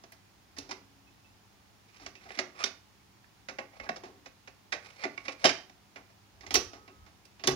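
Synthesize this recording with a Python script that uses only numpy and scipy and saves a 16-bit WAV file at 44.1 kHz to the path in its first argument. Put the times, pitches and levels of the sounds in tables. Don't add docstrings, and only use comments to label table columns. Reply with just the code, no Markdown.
import sys
import numpy as np
from scipy import signal
from scipy.fft import rfft, irfft, next_fast_len
from scipy.io import wavfile
from scipy.ndimage import uniform_filter1d, minimum_filter1d

SR = 44100
rng = np.random.default_rng(int(sys.argv[2]) if len(sys.argv) > 2 else 0)


def log_audio(samples):
    frames = np.atleast_2d(samples).T
    limited = np.clip(frames, -1, 1)
    pcm = np.round(limited * 32767).astype(np.int16)
    wavfile.write(sys.argv[1], SR, pcm)


N = 333131

# pitch_hz [Hz], level_db [dB per Hz]
HISS_SPECTRUM = [(28, -37.5), (50, -3), (100, -3), (200, -7.5), (330, -9), (560, -17), (800, -10),
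                 (1400, -15), (2400, -15), (5500, -18.5), (7100, -22.5), (8100, -33), (9500, -22),
                 (13300, -44.5), (15500, -25)]
# pitch_hz [Hz], likeness [0 to 1]
HISS_LIKENESS = [(60, 0.35), (240, 0.59), (950, 0.072), (15000, 0.069)]
# pitch_hz [Hz], level_db [dB]
HUM_TONES = [(102.3, -69.5), (199.2, -73)]
# peak_s [s], level_db [dB]
GRIP_JOLTS = [(0.59, -61), (2.06, -65), (3.83, -59.5), (5.46, -59.5), (6.38, -65), (6.56, -47), (7.02, -58),
              (7.55, -41)]
# pitch_hz [Hz], difference_db [dB]
LEFT_MINUS_RIGHT = [(60, 2.5), (410, -0.5), (520, 12), (660, -0.5), (1070, -2.5), (1730, -15.5),
                    (2200, -20), (3100, -8.5), (4520, -16.5), (5740, -24), (7300, 11.5), (9280, 26.5),
                    (11800, -6), (15000, -3)]
# pitch_hz [Hz], width_hz [Hz], level_db [dB]
PORT_DIP = (8100, 1300, -20)
# pitch_hz [Hz], width_hz [Hz], level_db [dB]
PORT_BROAD_DIP = (11630, 10700, -14)
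# start_s [s], pitch_hz [Hz], level_db [dB], fall_60db_s [s]
RINGING_PARTS = [(0.583, 277, -39.5, .14), (0.699, 276.6, -62, 2.5), (.712, 905, -46, .1),
                 (0.721, 375, -54, .15), (.713, 2090, -51, .2), (1.07, 2570, -66, 0.22),
                 (1.246, 2630, -63, 0.25), (2.391, 369, -39.5, 0.25), (2.388, 4790, -34, 0.038),
                 (2.638, 390, -37.5, .15), (2.64, 5640, -26, 0.046), (2.6404, 3240, -30, 0.051),
                 (3.799, 2165, -42.5, .13), (5.4405, 620, -20, .15), (5.4405, 719, -19.5, .14),
                 (5.446, 522, -27, .13), (5.45, 375, -45, .55), (5.452, 1160, -29, .09),
                 (5.453, 5300, -24, .09), (6.543, 3250, -27, .06), (6.552, 2030, -29, .07),
                 (6.55, 372, -37, .3), (6.555, 720, -34, .11), (6.68, 1272, -60.5, 4.0),
                 (6.69, 838, -65, 1.8), (7.474, 3530, -24.5, .07), (7.48, 1934, -32, .1),
                 (7.477, 377.6, -27.5, .4), (7.479, 139, -37.5, .9)]
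# start_s [s], level_db [dB]
LATCH_TICKS = [(0.1184, -42.5), (0.582, -38.5), (0.7083, -48), (2.3877, -41), (2.637, -33), (5.441, -23),
               (5.4524, -37), (6.4642, -53), (6.506, -40), (6.54, -15), (6.552, -25), (7.2514, -52),
               (7.4711, -20), (7.51, -42)]
# start_s [s], end_s [s], end_level_db [dB],
# swell_db [dB over the stroke], brightness_db [dB], squeak_hz [Hz], squeak_db [dB]
STROKES = [(1.82, 2.1, -69.5, 10, 9, 2420, 4.5), (2.145, 2.37, -62.5, 12, 5.5, 1880, 8.5),
           (2.48, 2.576, -54.5, 20, -8, 2400, 9), (2.546, 2.64, -54, 1, 6, 1200, 10.5),
           (3.67, 3.922, -55, 15, -6, 2200, 9), (4.8, 4.971, -65, 1, 3, 2200, 5),
           (4.961, 5.04, -50, 5, -1.5, 2200, 13), (5.063, 5.335, -59, 11, 2, 2280, -8),
           (5.363, 5.456, -50.5, 17.5, 5.5, 2300, 1), (5.954, 6.13, -68.5, 20, -2, 2200, 7),
           (6.295, 6.515, -70, 0, -15, 2100, 3)]
# pitch_hz [Hz], width_hz [Hz], level_db [dB]
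SHELL_NOTES = [(1200, 170, 9.5), (2400, 420, 4), (4700, 300, -0.5)]
# pitch_hz [Hz], width_hz [Hz], level_db [dB]
CASE_RESONANCES = [(130, 31, 6), (272.4, 52, 9), (384.4, 71.7, 13.5), (552, 110, 8.5), (735, 143, 10.5),
                   (1120, 93, 7), (2200, 1660, 2.5), (3700, 210, 2), (5020, 450, 3), (6690, 700, 6),
                   (10760, 510, 19)]
# [s, before each band stretches it]
PLASTIC_KNOCKS = [(0.0358, -60.5, 7.5, 7, 674, 4, -2.5, 0.058), (0.12, -61, -2, 2.5, 1960, 7, 0, 0.094),
                  (0.5648, -63.5, 10, 8, 1750, 8, -2, 0.38), (0.5833, -51, 8, 21, 5800, -1, -5, 0.035),
                  (0.691, -58.5, 6, 6, 940, 14, 2, 0.13), (0.7082, -42.5, -3.5, 5.5, 960, 13, -4.5, 0.069),
                  (0.719, -54, -17, -5, 5070, 11.5, -3, 0.11), (1.9969, -66.5, 11.5, 3, 3720, -2, 0, 0.33),
                  (2.0624, -48.5, -3, 5.5, 1160, 1, 8.5, 0.058),
                  (2.153, -62.5, -15, 6.5, 2600, 11.5, 10, .11),
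                  (2.2487, -64.5, 11.5, -4, 720, 9, -7.5, 0.18),
                  (2.305, -44, -9.5, -16, 1660, 7, 8.5, 0.01), (2.371, -52.5, 6, -3, 2500, -3, -3.5, 0.23),
                  (2.3877, -27, -14.5, -2, 4700, -19, -2.5, 0.054),
                  (2.6378, -25.5, -12, 11.5, 3160, 3, -4.5, 0.024),
                  (2.65, -39, -8, 6, 2500, 2, -14.5, 0.097), (3.2423, -59.5, -28, -24, 1770, 14, 2, 0.027),
                  (3.4848, -43, -3.5, -3.5, 2090, -15, 1.5, 0.092),
                  (3.5852, -39.5, -1, -13, 2060, -3, 5, 0.078),
                  (3.7977, -47, -0.5, -10, 2050, 6.5, 0.5, 0.061),
                  (3.863, -60, 12, -17, 1660, 18, -4, 0.05),
                  (3.8889, -29.5, 2, -10.5, 1730, 1, -4.5, 0.034),
                  (3.9587, -44.5, 0, 0.5, 735, 5, -9.5, 0.056),
                  (4.035, -59.5, 13.5, -0.5, 710, 4.5, 6, 0.21),
                  (4.2571, -46, -7, -2.5, 1580, -8, -8.5, 0.063),
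                  (4.473, -46, -11, -6, 673, 1, -5.5, 0.058), (4.7212, -31, -14, -4.5, 2150, -7, -4, 0.1),
                  (5.0353, -37.5, 1.5, -1.5, 1950, 12, -7, 0.077),
                  (5.0515, -31.5, 2, -17, 686, -1, -1, 0.018), (5.1759, -47.5, -2, -3, 2200, 20, 1, 0.038),
                  (5.25, -53.5, -0.5, -3.5, 2200, 0, -11, 0.19), (5.2802, -39, -3.5, -3, 2400, 3, 0, 0.082),
                  (5.4417, -11.5, -8.5, -1, 2240, -16.5, -1.5, 0.037),
                  (5.4523, -26.5, 0, 11.5, 3070, 4.5, -6.5, 0.06),
                  (5.4897, -30, -13.5, 2.5, 5500, -13, -1.5, 0.079),
                  (5.695, -51, 0, 0.5, 890, 3, -6.5, 0.022),
                  (5.9572, -50, -2.5, -7.5, 2180, -3.5, -1.5, 0.11),
                  (6.4079, -67.5, 6, 14, 2100, 13, 4.5, 0.1), (6.43, -59.5, 7.5, -2, 1200, 10, -8, 0.086),
                  (6.4622, -54.5, 3, 9, 2070, 6, -6, 0.081), (6.5067, -44.5, -1, 7, 824, -4, 4, 0.11),
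                  (6.5403, -34.5, 6.5, 18.5, 3300, -5, -6.5, 0.075),
                  (6.552, -26.5, -6.5, 12, 5700, -6, -7, 0.061), (6.732, -61, 10, 2, 634, 7.5, 8.5, 0.19),
                  (6.876, -61, 8, -3, 2670, 12, -4, 0.091), (7.0612, -64, 4, -3, 1270, 2, -3, 0.14),
                  (7.2509, -67.5, 5, 18, 2490, 6, -6.5, 0.04), (7.3934, -67, 12.5, 4, 2780, 17, -2, 0.15),
                  (7.437, -44, 4.5, 5.5, 4500, -2, 5, 0.088), (7.472, -28, 6, 16.5, 5920, 1, -5, 0.025),
                  (7.4818, -26.5, 0.5, 2.5, 278, 5, -6.5, 0.039), (7.509, -49, 14.5, 4, 736, 2, -5, 0.13)]
# low_hz [Hz], high_hz [Hz], stretch of its fall [times], level_db [dB],
# weight_share [share of weight_db], brightness_share [share of brightness_db]
KNOCK_BANDS = [(1290, 2730, 0.82, 1, 0.095, 0.071), (147, 550.4, 2.57, -13, 0.91, 0.066),
               (411.3, 1460, 1.78, -6, 0.63, 0), (2780, 6580, 1.06, -1, 0.15, 0.71)]


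def amp(db):
    return 10 ** (np.asarray(db) / 20)


def rms_one(x):
    return x / np.sqrt(np.mean(x ** 2) + 1e-20)


def band(x, low_hz, high_hz, order=2):
    edges_hz = [low_hz, min(high_hz, 0.45 * SR)]
    return signal.sosfilt(signal.butter(order, edges_hz, "band", fs=SR, output="sos"), x)


def one_side(x, split_hz, side):
    return signal.sosfilt(signal.butter(1, split_hz, side, fs=SR, output="sos"), x)


def at_hz(points, hz):
    pitch_hz, value = np.array(points).T
    return np.interp(np.log(hz), np.log(pitch_hz), value)


def drift(rate_hz):
    step = 40
    r = np.exp(-2 * np.pi * rate_hz * step / SR)
    noise = rng.standard_normal(N // step + 2002)
    slow = signal.lfilter([1], [1, -2 * r, r * r], noise)[2000:]
    return np.interp(np.arange(N) / step, np.arange(len(slow)), rms_one(slow))


def resonance(x, hz, width_hz):
    r = np.exp(-np.pi * width_hz / SR)
    feedback = [1, -2 * r * np.cos(2 * np.pi * hz / SR), r * r]
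    return signal.lfilter(np.array([1, 0, -1]) * (1 - r * r) / 2, feedback, x)


def bell(x, hz, width_hz, db):
    return x + (amp(db) - 1) * resonance(x, hz, width_hz)


def grains(shape, spread_db):
    size_db = spread_db * np.minimum(rng.exponential(1, shape), 4)
    return rms_one(rng.standard_normal(shape) * amp(size_db))


def hiss():
    pair = 0
    edges_hz = 28 * 2 ** (np.arange(29) / 3)
    white = rng.standard_normal((2, 2, N + SR))
    for k, (low_hz, high_hz) in enumerate(zip(edges_hz, edges_hz[1:])):
        middle_hz = np.sqrt(low_hz * high_hz)
        mid, side = band(white[k % 2], low_hz, high_hz)[:, SR:]
        alike = np.clip(at_hz(HISS_LIKENESS, middle_hz), -1, 1)
        stereo = np.sqrt(1 + alike) * mid + np.sqrt(1 - alike) * side * [[1], [-1]]
        pair = pair + amp(at_hz(HISS_SPECTRUM, middle_hz)) * stereo
    left, right = amp(-61.5) * rms_one(pair)
    return np.array([bell(left, 2700, 4300, -5.5), right])


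def hum():
    t = np.arange(N) / SR
    total = np.zeros(N)
    for pitch_hz, level_db in HUM_TONES:
        start_phase = rng.random()
        total += amp(level_db + 0.7 * drift(1.1)) * np.sin(2 * np.pi * (pitch_hz * t + start_phase))
    return total


def rumble():
    rise_db_per_s, fall_db_per_s = 250, 109.5
    t = np.arange(N) / SR
    level = amp(-88)
    for peak_s, level_db in GRIP_JOLTS:
        level = level + amp(level_db + np.minimum(rise_db_per_s * (t - peak_s), fall_db_per_s * (peak_s - t)))
    both, left, right = rms_one(band(rng.standard_normal((3, N)), 44, 100.6, order=4))
    return level * (both + 0.7 * np.array([left, right]))


def room(x):
    fall_60db_s, treble_fall_share, split_hz = 0.33, 0.56, 5000
    t = np.arange(SR // 2) / SR
    echo = rng.standard_normal((2, 2, len(t))) * np.clip(t / 0.0026, 0, 1)
    low = one_side(echo[0], split_hz, "low")
    high = one_side(echo[1], split_hz, "high")
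    tail = low * amp(-60 * t / fall_60db_s) + high * amp(-60 * t / (treble_fall_share * fall_60db_s))
    tail /= np.sqrt(np.mean(np.sum(tail ** 2, axis=1)))
    return signal.fftconvolve(x[None], tail, axes=1)[:, :N]


def ports(near, far):
    right_lag_s, alike_below_hz = 0.00026, 910
    shaded_share = 0.84
    late = np.interp(np.arange(N) - right_lag_s * SR, np.arange(N), near)
    echo_difference = one_side(far[0] - far[1], alike_below_hz, "high")
    pair = np.array([near + far[1] + echo_difference, late + far[1]])
    size = next_fast_len(N)
    pitch_hz = np.arange(1, size // 2 + 2) * SR / size
    shade_db = at_hz(LEFT_MINUS_RIGHT, pitch_hz)
    shaded = irfft(rfft(pair, size) * amp([shade_db / 2, -shade_db / 2]), size)[:, :N]
    blend = pair + shaded_share * (shaded - pair)
    return bell(bell(blend, *PORT_DIP), *PORT_BROAD_DIP)


def springs():
    touch_s = 7.1
    swell_cycles = 1.4
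    total, clock = np.zeros(N), np.arange(N) / SR
    waver = amp(1.5 * drift(12))
    for start_s, pitch_hz, level_db, fall_60db_s in RINGING_PARTS:
        t = np.maximum(clock - start_s, 0)
        free = np.clip((touch_s - clock) / 0.022, 0, 1) if start_s < touch_s else 1
        swell = np.minimum(t * pitch_hz / swell_cycles, 1)
        total += amp(level_db - 60 * t / fall_60db_s) * free * swell * np.sin(2 * np.pi * pitch_hz * t)
    return total * waver


def ticks():
    rise_s, fall_60db_s = 0.0038, 0.034
    start_s, level_db = np.array(LATCH_TICKS)[:, :1], np.array(LATCH_TICKS)[:, 1:]
    t = np.maximum(np.arange(N) / SR - start_s, 0)
    bursts = np.minimum(t / rise_s, 1) * amp(level_db - 60 * np.minimum(t, 1) / fall_60db_s)
    noise = rms_one(band(rng.standard_normal(N), 7800, 15100, order=3))
    return np.sum(bursts, axis=0) * noise


def slides():
    fade_in_s, stop_s = 0.07, 0.0023
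    squeak_width_hz, squeak_loss_db = 420, 5.5
    rub = grains((2, N), spread_db=4.5) * amp(4.5 * drift(35))
    for note in SHELL_NOTES:
        rub = bell(rub, *note)
    dull = rms_one(band(rub[0], 460, 890))
    bright = rms_one(band(rub[1], 1000, 6900))
    out = np.zeros(N)
    for start_s, end_s, end_db, swell_db, bright_db, squeak_hz, squeak_db in STROKES:
        span = slice(round(start_s * SR), round(end_s * SR))
        t = np.arange(N)[span] / SR
        fade = np.clip(np.minimum((t - start_s) / fade_in_s, (end_s - t) / stop_s), 0, 1)
        stroke = fade * amp(end_db - swell_db * (end_s - t) / (end_s - start_s))
        sound = dull[span] + amp(bright_db) * bright[span]
        for octave in range(3):
            lift_db = max(squeak_db - squeak_loss_db * octave, 0)
            sound = bell(sound, squeak_hz * 2 ** octave, squeak_width_hz, lift_db)
        out[span] += stroke * sound
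    return out


def casing(force, spread_db):
    chances = rng.standard_normal(len(CASE_RESONANCES))
    for (pitch_hz, width_hz, level_db), chance in zip(CASE_RESONANCES, chances):
        force = bell(force, pitch_hz, width_hz, level_db + spread_db * chance)
    return force


def knocks():
    note_fall_60db_s, note_sharpness = 0.28, 11.1
    out, t = np.zeros(N + SR), np.arange(SR // 4) / SR
    for start_s, level_db, weight_db, bright_db, ring_hz, ring_db, crack_db, chatter_s in PLASTIC_KNOCKS:
        contacts = grains((2, len(t)), spread_db=1.5)
        force = 0
        rise = np.minimum(t / (0.0022 * amp(-crack_db)), 1)
        for k, (low_hz, high_hz, stretch, band_db, weight_share, bright_share) in enumerate(KNOCK_BANDS):
            chatter = amp(-60 * t / (max(chatter_s, 0.01) * stretch))
            crack = amp(crack_db - 60 * t / (0.0056 * stretch))
            shape = (chatter + crack) * rise
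            source = contacts[1] if k == 0 else contacts[0]
            noise = band(source * shape, low_hz, high_hz, order=3)
            gain = amp(level_db + band_db + weight_share * weight_db + bright_share * bright_db)
            force = force + gain * noise * np.sqrt(np.sum(shape ** 2) / np.sum(noise ** 2))
        note = amp(ring_db - 60 * t / note_fall_60db_s) * resonance(force, ring_hz, ring_hz / note_sharpness)
        out[round(start_s * SR):][:len(t)] += casing(force + note, spread_db=0.5)
    return out[:N]


def scene():
    deck = knocks() + ticks() + slides()
    echo = amp(-9) * room(deck)
    return ports(deck + springs(), echo) + hiss() + hum() + rumble()


def record(dry):
    limit, cutoff_hz = 0.64, 16900
    span = SR // 250
    gain = np.minimum(1, limit / (np.max(np.abs(dry), axis=0) + 1e-9))
    gain = uniform_filter1d(minimum_filter1d(gain, size=2 * span), size=span)
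    return signal.sosfilt(signal.cheby2(12, 70, cutoff_hz, fs=SR, output="sos"), gain * dry)


dry = scene()
out = record(dry)
log_audio(out)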